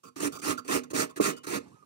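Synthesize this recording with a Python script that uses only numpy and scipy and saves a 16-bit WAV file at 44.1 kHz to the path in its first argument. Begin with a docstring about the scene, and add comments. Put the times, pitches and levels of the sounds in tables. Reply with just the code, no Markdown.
"""A light scrape and a touch-down, then six rasping pushes: half a coconut over a toothed steel blade on a
wooden bench, close to a two-port recorder. Dense random clicks in hiss, coloured as torn flesh, drive modes of
shell, bench, cup and blade. Light landings and drags fall around the pushes; short pulses make the knocks.
Faint gliding sines squeak, a last rustle of fine grains fades; a short noise-tail room and faint air lie under."""
import sys
import numpy as np
from scipy import signal
from scipy.fft import rfft, irfft, next_fast_len
from scipy.io import wavfile
from scipy.ndimage import uniform_filter1d

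SR = 44100
rng = np.random.default_rng(int(sys.argv[2]) if len(sys.argv) > 2 else 0)


def decibels_to_gain(level_db):
    """Convert a level in decibels to a linear amplitude gain (20 dB per decade)."""
    exponent = np.asarray(level_db, float) / 20
    return 10 ** exponent


def to_wav(sig):
    """Store sig (one row per channel, or 1-D mono) as 16-bit WAV at the path in sys.argv[1].

    Samples outside -1..1 are clipped; the rate is SR.
    """
    pcm = np.clip(np.atleast_2d(sig), -1, 1) * 32767
    pcm = np.round(pcm).astype(np.int16)
    wavfile.write(sys.argv[1], SR, pcm.T)  # frames by channels


N = 81585

# Levels are relative: port gain and filters follow. Spectra and modes are scaled to energy 1.
# Air noise spectrum: f/Hz, level/dB per Hz
AIR_SPECTRUM = [(30, -4), (150, 0), (400, -6), (1200, -14), (3000, -17), (9000, -15), (15500, -22)]
AIR_DB = -80
# Room decay: f/Hz, t60/s
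ROOM_T60 = [(150, 0.2), (600, 0.4), (1300, 0.15), (2000, 0.28), (10000, 0.13)]
ROOM_DB = -15.5

# Last rustle spectrum: f/Hz, level/dB per Hz
SETTLE_SPECTRUM = [(100, -1.5), (350, -1.5), (700, -13.5), (1150, -11), (1450, -19), (2300, -22),
                   (3300, -31), (5000, -26.5), (9000, -26), (11000, -36), (15000, -42)]
SETTLE_START_S, SETTLE_RISE_S, SETTLE_DB, SETTLE_FADE_DB_PER_S = 1.59, 0.018, -55, -46

# Faint thin tones, perhaps shell squeaks: start/s, length/s, first f/Hz, last f/Hz, level/dB
SQUEAKS = [(.684, .024, 1020, 1060, -41), (1.105, .045, 940, 1140, -62), (1.315, .12, 2960, 2945, -56),
           (1.385, .04, 990, 1120, -65), (1.715, .035, 990, 1280, -64), (1.742, .1, 1280, 1215, -62),
           (1.824, .02, 1190, 1185, -56)]
SQUEAK_WAVER_RMS, SQUEAK_FADE_DB_PER_CYCLE = 0.25, -0.04

# Blows: t/s, level/dB
KNOCKS = [(0.23, -33.5), (0.494, -39), (.702, -37.5), (.748, -29.5), (.932, -35.5), (1.199, -21),
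          (1.831, -65.5)]
KNOCK_WIDTH_S, KNOCK_CUP_DB = 0.00059, -12.5

# Shell modes: f/Hz, level/dB, t60/s
SHELL_MODES = [(147, -18, .08), (205.4, -19.5, 0.034), (279.2, -1, 0.069), (288, 3, 0.066),
               (409.7, 0, 0.034), (360.2, 2.5, 0.011), (459, -2, 0.067), (612, -10.5, 0.038)]
# Bench modes: f/Hz, level/dB, t60/s
BENCH_MODES = [(60, -1, .3), (74, 11, 0.1), (117.5, -6.5, .3), (143.4, -1, 0.75), (174.7, -3, 0.76),
               (218.2, -4.5, .3), (250.3, 20.5, 0.36), (346, -36, .25), (413, -28, 0.21)]
BENCH_DB = -8.5
# Hollow cup modes: f/Hz, level/dB, t60/s
CUP_MODES = [(1080, -7.5, 0.046), (1238, -1.5, 0.023), (1298.4, -1, 0.026), (1365, -1.5, 0.023)]
PUSH_CUP_DB = -4.5
# Blade modes: f/Hz, level/dB, t60/s
BLADE_MODES = [(1817, -2.5, 0.053), (2168, -2, 0.048), (2670, -4, 0.0067), (4230, -10, 0.004),
               (6570, 6, .006), (7940, 2, 0.013), (8970, 7, 0.0034)]
BLADE_DB = -5.5

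# Pushes, one list each: t/s, tearing level/dB, shell load/dB over the tearing (capped below)
PUSHES = [
    [(0.2, -34, 2.5), (0.21, -43, 4), (0.22, -39, 2.5), (0.256, -35, 4.5), (0.28, -40.5, 4),
     (0.305, -77, 3)],
    [(0.415, -44, -20), (0.423, -46.5, 2), (0.447, -38.5, 2), (0.507, -32, 2.5), (0.531, -39.5, 2),
     (0.57, -77, 20)],
    [(0.675, -46.5, -25), (0.685, -40.5, 4.5), (0.703, -38.5, 5), (0.731, -31, -2.5), (0.759, -32, 6),
     (0.791, -42, 0.5), (0.821, -80, 10), (0.83, -69, 20)],
    [(0.93, -52.5, -24), (0.94, -44, 15.5), (0.956, -35, 0), (1.008, -30.5, 2.5), (1.04, -38, 2.5),
     (1.085, -75.5, 3)],
    [(1.2, -44, 67), (1.23, -34.5, -30), (1.242, -31, -2), (1.272, -32, 1.5), (1.308, -38, 4),
     (1.36, -74, 14.5)],
    [(1.465, -40, 12), (1.475, -45, 0), (1.559, -36, 5.5), (1.587, -46.5, 9), (1.595, -72, 18),
     (1.615, -66, 33)],
]
SHELL_LOAD_MAX_DB = 14
# Nut set on the blade before a push: start/s, length/s, level/dB, shell/dB over it
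LANDINGS = [(0.157, 0.043, -48.5, 4), (0.644, 0.03, -57.5, 7.5), (0.9, 0.017, -48.5, 5.5),
            (1.158, 0.027, -46.5, 4), (1.432, 0.019, -49.5, -2.5)]
# Nut dragged back or turned lightly: start/s, length/s, level/dB, cup/dB over it, shell/dB over it
DRAGS = [(0.032, 0.059, -55, 1.5, 0), (0.319, 0.055, -44.5, -2, -4), (0.386, 0.014, -46, -10, -2),
         (0.573, 0.023, -43.5, 2, -6.5), (0.832, 0.012, -49.5, 4.5, -11), (1.092, 0.019, -54, -0.5, -4.5),
         (1.362, 0.024, -52, -2.5, -12)]
TOUCH_RISE_S, TOUCH_LIFT_TAU_S, TOUCH_FADE_DB_PER_S = 0.006, 0.0055, -45
# Tearing spectrum: f/Hz, level/dB per Hz
TEAR_SPECTRUM = [(100, -37), (500, -23.5), (750, -5), (1050, -0.5), (1500, -3.5), (1900, 3.5), (2450, -4),
                 (2900, -8), (3400, -8.5), (4400, -7), (5900, -6), (7500, -8), (9000, -5), (10400, -10.5),
                 (11500, -14.5), (12500, -14.5), (13800, -13.5), (14600, -10), (15500, -10.5)]
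# Light drag spectrum: f/Hz, level/dB per Hz
RUB_SPECTRUM = [(100, 6), (400, -1.5), (750, -9), (1100, -10), (1700, -33), (2300, -12), (2900, -15.5),
                (3500, -9.5), (4300, -20.5), (4650, -0.5), (5000, -11.5), (6500, -8), (9000, -10),
                (10500, -14), (13500, -21), (15200, -11)]
CLICKS_PER_S, CLICK_SPREAD_DB, HISS_SHARE = 5000, 8.5, 0.63
JUDDER_RMS_DB, JUDDER_CUTOFF_HZ = 0.5, 162
PATCH_RMS_DB, PATCH_BINS, PATCH_FRAMES = 3, 3, 20

# Port level difference: f/Hz, left over right/dB
LEFT_OVER_RIGHT = [(60, -4.5), (600, -8.5), (1000, -3.5), (1300, -17.5), (1700, 4.5), (2150, -16),
                   (2600, 2), (4000, -2), (6800, -3.5), (7800, -17.5), (9000, -12), (10400, -10),
                   (12000, -24.5), (13500, -35), (15000, -37)]
# Port likeness: f/Hz, share of the right-port signal in the left (0-1)
LIKENESS = [(40, .85), (200, .98), (600, .92), (800, .4), (1000, .7), (1350, .4), (1600, .85), (2600, .9),
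            (3100, .45), (4100, .75), (5000, .35), (9000, .3)]
# Left port lead: f/Hz, phase/rad
LEFT_LEAD = [(0, 0), (650, 3.1), (900, 4.8), (1250, 4.6), (1600, 3.5), (2150, 3.4), (2400, 6.1), (2900, 8),
             (4100, 12.6), (4300, 12.9), (16000, 60)]
PORT_GAIN_DB, LOW_CUT_HZ, TOP_CUT_HZ = 4.5, 100, 15760


def evened(x):
    """Scales to rms 1."""
    return x / np.sqrt(np.mean(x ** 2) + 1e-20)


def read(points, hz):
    """Reads a table on a log-frequency axis."""
    f, value = np.transpose(points)
    return np.interp(np.log(hz + 1), np.log(f + 1), value)


def coloured(x, points):
    """Minimum-phase filter with the given spectrum, energy 1."""
    level_db = read(points, np.fft.rfftfreq(4096, 1 / SR))
    cepstrum = irfft(np.log(decibels_to_gain(level_db)))
    # fold to the causal side
    cepstrum[1:2048] *= 2
    cepstrum[2049:] = 0
    taps = irfft(np.exp(rfft(cepstrum)))[:2048]
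    return signal.oaconvolve(x, taps[None] / np.linalg.norm(taps), axes=1)[:, :N]


def rung(x, modes):
    """A force excites decaying sine modes of alternating sign; whole response has energy 1."""
    t = np.arange(20000) / SR
    ring = np.zeros(len(t))
    for k, (hz, db, t60) in enumerate(modes):
        decay = decibels_to_gain(db - 60 * t / t60) / np.sqrt(t60)
        ring += (-1) ** k * decay * np.sin(2 * np.pi * hz * t)
    return signal.oaconvolve(x, ring[None] / np.linalg.norm(ring), axes=1)[:, :N]


def grit():
    """Two unrelated streams of tooth clicks over hiss, sharing one quick judder."""
    hit = rng.random((2, N)) < CLICKS_PER_S / SR
    size = np.minimum(rng.exponential(1, (2, N)), 4)
    sign = np.sign(rng.standard_normal((2, N)))
    hiss = rng.standard_normal((2, N))
    clicks = evened(hit * decibels_to_gain(CLICK_SPREAD_DB * size) * sign)
    lowpass = signal.butter(2, JUDDER_CUTOFF_HZ, fs=SR)
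    judder = evened(signal.lfilter(*lowpass, rng.standard_normal(N)))
    return evened((HISS_SHARE * hiss + (1 - HISS_SHARE) * clicks) * decibels_to_gain(JUDDER_RMS_DB * judder))


def patchy(x):
    """Bands swell and sink as different teeth bite."""
    z = signal.stft(x, nperseg=256, noverlap=192)[2]
    field = rng.standard_normal(z.shape[1:])
    field = uniform_filter1d(field, size=PATCH_BINS, axis=0)
    field = evened(uniform_filter1d(field, size=PATCH_FRAMES, axis=1))
    return evened(signal.istft(z * decibels_to_gain(PATCH_RMS_DB * field), nperseg=256, noverlap=192)[1][:, :N])


def air():
    """Steady coloured noise, unrelated in the two rows."""
    return decibels_to_gain(AIR_DB) * coloured(rng.standard_normal((2, N)), AIR_SPECTRUM)


def room(x):
    """Convolves with a noise tail, each band dying at its own speed."""
    hz, t, z = signal.stft(rng.standard_normal((2, SR // 2)), SR, nperseg=256)
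    decay = decibels_to_gain(-60 * t / read(ROOM_T60, hz)[:, None])
    tail = signal.istft(z * decay, SR, nperseg=256)[1]
    return signal.fftconvolve(x, tail / np.linalg.norm(tail[0]), axes=1)[:, :N]


def settling():
    """Fine grains fading out once the nut is lifted."""
    u = np.arange(N) / SR - SETTLE_START_S
    fade = decibels_to_gain(SETTLE_DB + SETTLE_FADE_DB_PER_S * np.maximum(u, 0))
    return coloured(patchy(grit()) * np.clip(u / SETTLE_RISE_S, 0, 1) * fade, SETTLE_SPECTRUM)


def squeaks():
    """Thin sines with linear pitch glides and slightly unsteady level."""
    t, tones = np.arange(N) / SR, np.zeros(N)
    for start, length, first_hz, last_hz, db in SQUEAKS:
        u = np.clip((t - start) / length, 0, 1)
        cycles = length * (first_hz * u + (last_hz - first_hz) * u ** 2 / 2)
        edges = np.minimum(2 * abs(np.sin(np.pi * u)), 1) * (u < 1)
        tones += decibels_to_gain(db + SQUEAK_FADE_DB_PER_CYCLE * cycles) * edges * np.sin(2 * np.pi * cycles)
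    waver = evened(uniform_filter1d(rng.standard_normal((2, N)), size=300, axis=1))
    return tones * (1 + SQUEAK_WAVER_RMS * waver)


def knocks():
    """Short soft blows with a rebound ring shell and bench; their slope rings the cup."""
    force, t = np.zeros((2, N)), np.arange(N) / SR
    for s, db in KNOCKS:
        u = ((t - s) / KNOCK_WIDTH_S) ** 2
        force += decibels_to_gain(db) * (2 * u - 1) * np.exp(-u)
    slope = np.gradient(force, axis=1) * KNOCK_WIDTH_S * SR
    wood = rung(force, SHELL_MODES) + decibels_to_gain(BENCH_DB) * rung(force, BENCH_MODES)
    return wood + decibels_to_gain(KNOCK_CUP_DB) * rung(slope, CUP_MODES)


def touch(t, start, length, db):
    """Contact envelope: quick rise, slow fade, quick lift."""
    u = t - start
    edges = np.clip(u / TOUCH_RISE_S, 0, 1) * np.exp(-np.maximum(u - length, 0) / TOUCH_LIFT_TAU_S)
    return edges * decibels_to_gain(db + TOUCH_FADE_DB_PER_S * np.clip(u, 0, length))


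def contact():
    """Gains over time with which tearing, light rub, shell and cup are driven."""
    t = np.arange(N) / SR
    tear, rub, shell, cup = np.zeros((4, N))
    for push in PUSHES:
        s, db, load_db = np.transpose(push)
        edges = np.clip(np.minimum(t - s[0], s[-1] - t) / TOUCH_RISE_S, 0, 1)
        level = decibels_to_gain(np.interp(t, s, db)) * edges
        tear += level
        shell += level * decibels_to_gain(np.minimum(np.interp(t, s, load_db), SHELL_LOAD_MAX_DB))
        cup += level * decibels_to_gain(PUSH_CUP_DB)
    for start, length, db, shell_db in LANDINGS:
        level = touch(t, start, length, db)
        tear += level
        shell += level * decibels_to_gain(shell_db)
        cup += level * decibels_to_gain(PUSH_CUP_DB)
    for start, length, db, cup_db, shell_db in DRAGS:
        level = touch(t, start, length, db)
        rub += level
        shell += level * decibels_to_gain(shell_db)
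        cup += level * decibels_to_gain(cup_db)
    return tear, rub, shell, cup


def grating():
    """The tooth clicks heard directly and through shell, bench, cup and blade."""
    tear, rub, shell, cup = contact()
    teeth, body = patchy(grit()), grit() * shell
    direct = coloured(teeth * tear, TEAR_SPECTRUM) + coloured(teeth * rub, RUB_SPECTRUM)
    wood = rung(body, SHELL_MODES) + decibels_to_gain(BENCH_DB) * rung(body, BENCH_MODES)
    steel = decibels_to_gain(BLADE_DB) * rung(patchy(grit()) * tear, BLADE_MODES)
    hollow = rung(patchy(grit()) * cup, CUP_MODES)
    return direct + wood + steel + hollow


def scene():
    """Row 0 feeds the right port; row 1 is a twin for the part the left port does not share."""
    near = grating() + knocks()
    return near + decibels_to_gain(ROOM_DB) * room(near) + squeaks() + settling() + air()


def low_pass(x):
    """Removes everything above the highest recorded frequency."""
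    return signal.sosfilt(signal.butter(12, 16390, fs=SR, output="sos"), x)


def record(dry):
    """The left port leads in phase, is duller and only partly alike; both lose deep bass and top."""
    size = next_fast_len(N + 2048)
    hz, (near, twin) = np.fft.rfftfreq(size, 1 / SR), rfft(dry, size)
    same = np.clip(read(LIKENESS, hz), 0, 1)
    left = same * near + np.sqrt(1 - same ** 2) * twin
    lead_rad = np.interp(hz, *np.transpose(LEFT_LEAD))
    left = left * decibels_to_gain(read(LEFT_OVER_RIGHT, hz)) * np.exp(1j * lead_rad)
    top_cut = 1 + (hz / TOP_CUT_HZ) ** 160
    pair = irfft(np.array([left, near]) / top_cut, size)[:, :N]
    pair = signal.sosfilt(signal.butter(4, LOW_CUT_HZ, "high", fs=SR, output="sos"), pair)
    mix = decibels_to_gain(PORT_GAIN_DB) * pair
    return low_pass(mix)


dry = scene()
out = record(dry)
to_wav(out)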